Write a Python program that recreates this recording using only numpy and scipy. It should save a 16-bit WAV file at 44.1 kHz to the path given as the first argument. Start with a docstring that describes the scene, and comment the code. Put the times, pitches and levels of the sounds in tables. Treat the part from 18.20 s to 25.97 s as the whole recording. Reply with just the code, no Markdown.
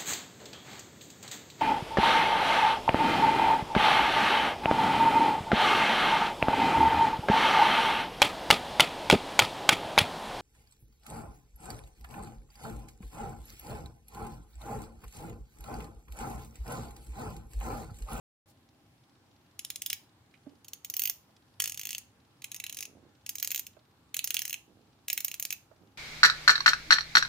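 """A quiet room comes on after a quarter second: filtered noise makes its rumble, microphone hiss and faint drone.
A bright rustle of skin follows, and a faint ticking, like a small focus motor, starts and stops throughout.
From 1.4 s a watch bezel is turned by hand in seven short pushes, close to a stereo microphone.
A spring pawl snaps over each tooth: noise bursts crack and set modes of the steel ring and case ringing.
Between pushes, and after the last, hands knock softly and rub as they shift their grip."""
import sys
import numpy as np
from scipy import signal
from scipy.fft import rfft, irfft, next_fast_len
from scipy.io import wavfile

SR = 44100
rng = np.random.default_rng(int(sys.argv[2]) if len(sys.argv) > 2 else 0)


def unload_audio(sound):
    """Save the sound as a 16-bit wav file, at the path given as the first command line argument."""
    columns = np.transpose(np.atleast_2d(sound))
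    # keep every value between -1 and 1, then stretch to whole-number steps
    steps = np.round(np.clip(columns, -1, 1) * 32767)
    wavfile.write(sys.argv[1], SR, steps.astype(np.int16))


def boost(x):
    """Linear amplitude factor 10**(x/20) for a level x in decibels (scalar or array-like)."""
    u = np.asarray(x, float) / 20
    return 10 ** u


N = 342812   # length in samples


def rms_one(x):
    """Scales a sound to an rms of 1."""
    return x / np.sqrt(np.mean(x ** 2) + 1e-20)


def early_rms(x):
    """Rms of each sound over its first 10 ms."""
    return np.sqrt(np.mean(x[:, :, :SR // 100] ** 2, axis=2, keepdims=True))


def at_hz(points, hz):
    """Reads a table of (Hz, value) at any pitch, on a logarithmic pitch scale."""
    table_hz, values = np.transpose(points)
    return np.interp(np.log(hz), np.log(table_hz), values)


def band(x, low_hz, high_hz):
    """Keeps the part of a sound between two pitches."""
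    return signal.sosfilt(signal.butter(2, [low_hz, high_hz], "band", fs=SR, output="sos"), x)


def drift(corner_hz):
    """Slow chance with spread 1: noise smoothed at one fortieth of the sample rate."""
    r = np.exp(-80 * np.pi * corner_hz / SR)
    slow = signal.lfilter([1], [1, -2 * r, r * r], rng.standard_normal(N // 40 + 2002))[2000:]
    return np.interp(np.arange(N) / 40, np.arange(len(slow)), rms_one(slow))


def ring(force, hz, t60):
    """A mode: a unit click sets a sine of height 1 ringing, which falls 60 dB in t60 seconds."""
    r, w = boost(-60 / (t60 * SR)), 2 * np.pi * hz / SR
    return signal.lfilter([0, np.sin(w)], [1, -2 * r * np.cos(w), r * r], force + 1e-18)


def pair(mid, side, alike):
    """Left and right from a shared and an opposed part."""
    alike = np.clip(alike, -1, 1)
    return np.sqrt(1 + alike) * mid + np.sqrt(1 - alike) * side * np.array([[1], [-1]])


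def sides(pan_db):
    """Left and right gains; pan_db is how much louder the left is."""
    return boost(np.stack([pan_db, -pan_db], axis=-1)[..., None] / 2)


def place(times, sounds):
    """Lays short stereo sounds at their moments."""
    out = np.zeros((2, N + sounds.shape[-1]))
    for s, sound in zip(times, sounds):
        first = round(s * SR)
        out[:, first:first + sound.shape[-1]] += sound
    return out[:, :N]


# Faint appliance drone. Each row: middle pitch in Hz, width in Hz, rms level in dB.
DRONE_BANDS = [(101.4, 4, -88), (803, 65, -81), (1588, 56, -94)]


def hum():
    """Narrow bands of noise, the same on both sides, are heard as a wavering drone."""
    return sum(boost(db) * rms_one(band(rng.standard_normal(N), hz - width / 2, hz + width / 2))
               for hz, width, db in DRONE_BANDS)


# Colour of the room's rumble and hiss. Each row: pitch in Hz, relative level per Hz in dB.
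ROOM_COLOUR = [(15, -51), (25, -24.5), (103, -0.5), (193, -9.5), (282, -5.5), (403, -15), (817, -17.5),
               (937, -16.5), (2180, -23.5), (4080, -24.5), (6660, -31), (14300, -35.5), (16800, -41.5)]
# How alike left and right are in the room tone. Each row: pitch in Hz, likeness (1 same, -1 opposed).
ROOM_LEFT_RIGHT = [(60, 0.98), (240, 0.92), (950, 0.39), (3770, -0.28), (15000, 0.078)]


def room_tone(room_db=-64.5, flicker_db=1.16):
    """Third-octave bands of rumble and hiss, each with its own level, slight flicker and likeness."""
    out = 0
    edges_hz = 22 * 2 ** np.arange(0, 9.8, 1 / 3)
    white = rng.standard_normal((2, 2, N))
    for k, (low_hz, high_hz) in enumerate(zip(edges_hz, edges_hz[1:])):
        mid, side = band(white[k % 2], low_hz, high_hz)   # neighbouring bands use different noise
        hz = np.sqrt(low_hz * high_hz)
        level = boost(at_hz(ROOM_COLOUR, hz) + flicker_db * drift(2.6))
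        out = out + level * pair(mid, side, at_hz(ROOM_LEFT_RIGHT, hz))
    return boost(room_db) * rms_one(out)


def rustle(middle_s=0.298, spread_s=0.017, level_db=-65):
    """Skin rubs briefly: one bright hiss swells and fades, different on each side."""
    swell = np.exp(-0.5 * ((np.arange(N) / SR - middle_s) / spread_s) ** 2)
    return boost(level_db) * swell * rms_one(band(rng.standard_normal((2, N)), 2900, 17000))


# Faint motor steps in even runs. Each row: first step in seconds, last step in seconds, number of steps.
STEP_RUNS = [(.313, .952, 12), (1.062, 1.311, 6), (1.835, 1.892, 2), (2.060, 2.109, 2), (2.172, 2.413, 5),
             (3.048, 3.338, 6), (3.901, 4.049, 4), (4.108, 4.168, 2), (4.786, 4.891, 3), (4.950, 5.011, 2),
             (5.531, 5.890, 7), (6.554, 6.845, 6), (7.444, 7.621, 4), (7.671, 7.719, 2)]
# What a step rings. Each row: pitch in Hz, strength in dB, time to fall 60 dB in seconds.
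HOUSING_MODES = [(3570, -27, 0.0013), (4010, 7, 0.0022), (4860, -6, 0.0072), (5460, -8, 0.0046)]


def motor_steps(peak_db=-63, uneven_db=3.5, mode_uneven_db=2.6, burst_s=0.0024):
    """Each step is a tiny burst of force that rings a small plastic housing."""
    s = np.concatenate([np.linspace(*run) for run in STEP_RUNS])
    t = np.arange(SR // 30) / SR
    force = rng.standard_normal((len(s), len(t))) * t * np.exp(-t / burst_s)
    rung = 0
    for hz, db, t60 in HOUSING_MODES:
        strength = boost(db + mode_uneven_db * rng.standard_normal((len(s), 1)))
        rung = rung + strength * ring(force, hz, t60)
    peak = boost(peak_db + uneven_db * rng.standard_normal((len(s), 1)))   # before panning
    rung = rung * peak / np.abs(rung).max(axis=1, keepdims=True)
    return place(s, rung[:, None] * sides(-3.0))


# Hands shifting their grip, a dull rubbing.
# Each row: start in seconds, hold in seconds, level in dB before panning.
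GRIP_SHIFTS = [(2.33, 0.02, -69), (4.695, 0.065, -62), (4.83, 0.029, -62), (6.494, 0.11, -65.5),
               (7.619, 0.032, -64)]


def grip(slips_per_s=160, skin_hz=340, rise_db_per_s=307, fall_db_per_s=215, pan_db=-8.5):
    """Skin sticks and slips on case and strap: uneven soft pulses into a dull resonance."""
    t = np.arange(N) / SR
    effort = 0
    for s, hold, db in GRIP_SHIFTS:
        rise = rise_db_per_s * np.maximum(s - t, 0)
        fall = fall_db_per_s * np.maximum(t - s - hold, 0)
        effort = effort + boost(db - rise - fall)
    slips = (rng.random(N) < slips_per_s / SR) * boost(1.26 * rng.standard_normal(N))
    rub = rms_one(band(ring(slips, skin_hz, 0.0072), 114, 1350))
    return effort * rub * sides(pan_db)


# Soft knocks of fingers and strap. Each row: start in seconds, peak in dB before panning, pitch in Hz,
# contact time in seconds, how much louder the left is in dB.
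SOFT_KNOCKS = [(2.138, -50.5, 2300, 0.0028, -9), (2.149, -59, 2400, 0.0037, -8),
               (2.262, -38, 280, 0.0045, -8), (2.329, -53, 400, 0.0033, -2), (3.09, -62, 690, 0.0028, -12),
               (5.566, -54, 700, .003, -19), (7.511, -53, 675, 0.0035, -18)]


def knocks(scuff_db=-8, ring_cycles=12.7):
    """Each soft contact is a short burst of force: a broad scuff and one dull resonance."""
    t, sounds = np.arange(SR // 8) / SR, []
    for s, peak_db, hz, contact_s, pan_db in SOFT_KNOCKS:
        force, scuff = rng.standard_normal((2, len(t))) * t * np.exp(-t / contact_s)
        # the resonance falls 60 dB in ring_cycles of its own pitch
        dull = rms_one(band(ring(force, hz, ring_cycles / hz), hz / 2, hz * 2))
        knock = dull + boost(scuff_db) * rms_one(band(scuff, hz * 0.51, hz * 1.9))
        sounds.append(boost(peak_db) * knock / np.abs(knock).max() * sides(pan_db))
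    return place(np.array(SOFT_KNOCKS)[:, 0], np.array(sounds))


# How alike left and right are in a snap. Each row: pitch in Hz, likeness (1 same, -1 opposed).
SNAP_LEFT_RIGHT = [(1300, 0.73), (3000, 0.8), (6000, 0.95), (9000, 0.9), (14000, 0.98)]
# Each row: pitch in Hz, how much louder the left is in dB.
SNAP_LEFT_LOUDER = [(1300, -2), (2500, -3), (5000, -0.5), (9000, 1), (14000, -4.5)]
# Each row: pitch in Hz, phase in radians by which the left leads.
SNAP_LEFT_LEAD = [(1300, 0.45), (3000, 0.16), (6000, 1.07), (9000, 1.88), (14000, 0.82)]


def two_ports(x):
    """A close, directional source reaches the two ports with its own level, phase and likeness at each pitch."""
    size = next_fast_len(N)
    hz = np.maximum(np.arange(size // 2 + 1) * SR / size, 20)
    mid, side = rfft(x, size)
    # half the difference goes to each port, in opposite directions
    louder = at_hz(SNAP_LEFT_LOUDER, hz) * np.log(10) / 40
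    lead = 0.5j * at_hz(SNAP_LEFT_LEAD, hz)
    turn = np.exp((louder + lead) * np.array([[1], [-1]]))
    return irfft(pair(mid, side, at_hz(SNAP_LEFT_RIGHT, hz)) * turn, size)[:, :N]


def pawl_force(t, harder_db, peak_db):
    """Strength of the force: the pawl scrapes up to the tip, drops, rebounds once and chatters to rest."""
    slip_db, slip_s, chatter_db, chatter_s = -22, 0.0018, -16, 0.006
    rebound_db, rebound_s, crack_s, softer_db = -14, 0.0029, 0.00044, 11.0
    # weaker snaps land more softly; crack_s is the landing at -17.5 dB
    land_s = crack_s * np.exp(-(peak_db[:, None] + 17.5) / softer_db)
    late, strength = rng.standard_normal((2, len(harder_db), 1))
    back = t - rebound_s * np.exp(0.2 * late)   # time since the rebound
    slip = boost(slip_db) * (t < 0) * np.exp(-np.abs(t) / slip_s)
    chatter = boost(chatter_db) * np.exp(-np.abs(t) / chatter_s)
    drop = (t >= 0) * (np.exp(-np.abs(t) / land_s) + chatter)
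    rebound = boost(rebound_db + 3.7 * strength) * (back >= 0) * np.exp(-np.abs(back) / land_s)
    return slip + drop + rebound


def add_modes(register, force, modes, tune, detune, spread_db=1.5):
    """Adds to a crack the modes that ring on; the fingers load the watch differently at every tooth."""
    count = len(force)
    for hz, mode_db, t60 in modes:
        shifted_hz = hz * tune * np.exp(detune * rng.standard_normal(count))
        rung = np.array([ring(f, f_hz, t60) for f, f_hz in zip(force, shifted_hz)])
        energy = np.sqrt(np.mean(rung ** 2, axis=2, keepdims=True))
        rung = rung * energy.mean() / energy   # every tooth feeds each mode about alike
        register = register + rung * boost(mode_db + spread_db * rng.standard_normal((count, 1, 1)))
    return register


# Pawl snaps, one per tooth. Each row: time in seconds, snap level in dB that the part levels build on.
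TOOTH_SNAPS = [(1.392, -23), (1.4481, -23), (1.502, -22), (1.558, -23), (1.619, -20), (1.6612, -19.5),
               (1.7, -17.5), (1.729, -18.5), (2.4448, -38), (2.482, -32), (2.5331, -24), (2.6465, -25),
               (2.699, -22.5), (2.7386, -20.5), (2.7659, -20), (2.794, -16.5), (2.8188, -18.5),
               (2.8362, -20.5), (2.8542, -17.5), (2.8736, -21.5), (2.897, -16), (3.4004, -11),
               (3.4201, -14.5), (3.4398, -14.5), (3.457, -19.5), (3.475, -19), (3.496, -21), (3.52, -22.5),
               (3.544, -26.5), (3.574, -24.5), (3.5943, -21), (3.6127, -26), (3.6324, -27), (3.6525, -21),
               (3.67, -24.5), (3.69, -23.5), (3.706, -20), (3.718, -32.5), (3.729, -24), (3.7479, -21.5),
               (3.781, -21.5), (4.219, -37.5), (4.2421, -22.5), (4.3161, -24.5), (4.3443, -23.5),
               (4.3623, -26), (4.3995, -23.5), (4.4389, -24), (4.4644, -26), (4.4955, -25), (4.5253, -25),
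               (4.545, -28.5), (4.569, -23.5), (4.587, -23.5), (4.6062, -22), (4.6257, -21.5),
               (4.6523, -27), (5.063, -25), (5.0919, -17.5), (5.1542, -21), (5.1828, -24), (5.1986, -23.5),
               (5.2264, -17.5), (5.246, -18), (5.2736, -18), (5.3048, -20), (5.3158, -19), (5.3458, -18),
               (5.3591, -19), (5.3766, -21.5), (5.3937, -19), (5.4663, -29), (5.9431, -20), (5.9664, -16.5),
               (5.991, -18), (6.0422, -15.5), (6.0736, -18), (6.105, -15), (6.143, -13), (6.1671, -16.5),
               (6.1911, -16.5), (6.218, -17), (6.2521, -19), (6.278, -24), (6.2953, -22), (6.3065, -28),
               (6.328, -20.5), (6.3411, -22), (6.8822, -17), (6.9, -15), (6.929, -17), (6.9762, -16.5),
               (7.004, -20.5), (7.046, -17.5), (7.0808, -21), (7.1142, -24), (7.1408, -22.5),
               (7.197, -19.5), (7.225, -18), (7.2511, -17.5), (7.305, -17), (7.3254, -19.5)]
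# Each push holds the watch in its own way. Each row: start in seconds, case level in dB, edge level in dB,
# edge drift in dB per second, case pitch factor. The levels add to those of the snap and the part.
HAND_PUSHES = [(1.39, -15, -22, 34, 1.2), (2.44, -16, -15.5, 19, 1.056), (3.4, -16, -17, -8, 1.026),
               (4.22, -18.5, -20, 0, 0.92), (5.06, -20.5, -14.5, 4.5, 0.97), (5.94, -14, -14, 2.5, 0.976),
               (6.88, -16.5, -9, -8, 0.94)]
# Ring balance for each push: gain in dB of the treble around 10 kHz.
PUSH_TREBLE_DB = [3.5, 1.5, -0.5, 1, -0.3, 1.7, 0.5]
# Three parts of a snap: case, ring and edge. Each holds the crack's lowest and highest pitch in Hz, then the
# modes that ring on. Each mode row: pitch in Hz, strength in dB, time to fall 60 dB in seconds.
CASE_PART = (2600, 4150), [(2540, -43, 0.00403), (2884, -21, 0.0061), (3340, -22.5, 0.0056),
             (4350, -22.5, 0.0066)]
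RING_PART = (4320, 14800), [(5410, -21.5, 0.0043), (6236, -17, 0.005), (6553, -28.5, 0.011),
             (6630, -29.5, 0.041), (10660, -26, 0.015)]
EDGE_PART = (12500, 14000), [(14050, -18.5, 0.019), (14420, -11.5, 0.0099)]


def snaps(late_s=0.0008):
    """A pawl drops over each tooth; the noisy force cracks in three parts of the watch and rings their modes."""
    case_part_db, ring_part_db, edge_part_db = -9.5, -19, -9.5   # levels over the first 10 ms
    case_chance_db, edge_chance_db = 5, 4.5   # tooth-to-tooth scatter
    case_db_per_db = -0.47   # harder snaps give the case a smaller share
    crack_db_per_db = 0.55   # gentle snaps ring more than they crack
    s, peak_db = np.transpose(TOOTH_SNAPS)
    harder_db = peak_db - peak_db.mean()
    push = np.searchsorted(np.array(HAND_PUSHES)[:, 0], s + 0.1) - 1
    start, case_db, edge_db, edge_drift, pitch = np.array(HAND_PUSHES)[push].T
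    case_chance, edge_chance = rng.standard_normal((2, len(s)))
    case_db = case_part_db + case_db + case_db_per_db * harder_db + case_chance_db * case_chance
    edge_db = edge_part_db + edge_db + edge_drift * (s - start) + edge_chance_db * edge_chance

    t = np.arange(-SR // 250, SR // 8) / SR   # begins 4 ms before the drop
    strength = pawl_force(t, harder_db, peak_db)
    # two unrelated noises, each with a shared and an opposed part
    crack, force = strength[:, None] * rng.standard_normal((2, len(s), 2, len(t)))
    parts = [(CASE_PART, case_db, pitch, 0.02), (RING_PART, ring_part_db, 1, 0.008),
             (EDGE_PART, edge_db, 1, 0.01)]   # last number: chance in mode pitch
    out = 0
    for (edges_hz, modes), level_db, tune, detune in parts:
        register = band(crack, *edges_hz) * boost(crack_db_per_db * harder_db)[:, None, None]
        register = add_modes(register, force, modes, tune, detune)
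        out = out + register * boost(peak_db + level_db)[:, None, None] / early_rms(register)
    treble = band(out, 8000, 12000)
    out = out + (boost(PUSH_TREBLE_DB)[push][:, None, None] - 1) * treble

    # so small a body hardly radiates bass, least when struck gently
    thin_hz = 2050 - 45 * harder_db
    out = np.array([signal.sosfilt(signal.butter(4, hz, "high", fs=SR, output="sos"), one)
                    for one, hz in zip(out, thin_hz)])
    # a faint thump passes through the hand
    thump = band(crack, 253.5, 1000)
    thump_level = boost(peak_db - 49 + 0.23 * harder_db)[:, None, None]
    out = out + thump * thump_level / early_rms(thump)
    return two_ports(place(s + t[0] + late_s, out))


def reverb(x, t60_s=0.27, level_db=-11.5, wall_cut_hz=10000):
    """The room answers with a dense tail of noise that dies faster in the treble."""
    t = np.arange(SR // 2) / SR
    white = rng.standard_normal((2, len(t))) * (1 - np.exp(-(t / 0.00047) ** 2))   # soft start
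    dull = signal.lfilter(*signal.butter(1, wall_cut_hz, fs=SR), white)
    tail = dull * boost(-60 * t / t60_s) + (white - dull) * boost(-60 * t / (0.38 * t60_s))
    tail = tail / np.sqrt(np.sum(tail ** 2, axis=1, keepdims=True))
    return boost(level_db) * signal.fftconvolve(x, tail, axes=1)[:, :N]


def scene():
    """Snaps and knocks with their reverb, over the softer sounds and the room."""
    near = snaps() + knocks()
    return near + reverb(near) + grip() + motor_steps() + rustle() + room_tone() + hum()


def low_pass(x):
    """Removes everything above the highest recorded frequency."""
    return signal.sosfilt(signal.butter(12, 16970, fs=SR, output="sos"), x)


def record(dry, start_s=0.2577, fade_s=0.0022):
    """Silence until the sound comes on; the microphone chain cuts the deepest bass and the top."""
    on = np.clip((np.arange(N) / SR - start_s) / fade_s, 0, 1)
    low_cut = signal.butter(2, 44, "high", fs=SR, output="sos")
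    top_cut = signal.cheby2(10, 60, 17080, fs=SR, output="sos")
    mix = signal.sosfilt(np.vstack([low_cut, top_cut]), dry) * on
    return low_pass(mix)


dry = scene()
out = record(dry)
unload_audio(out)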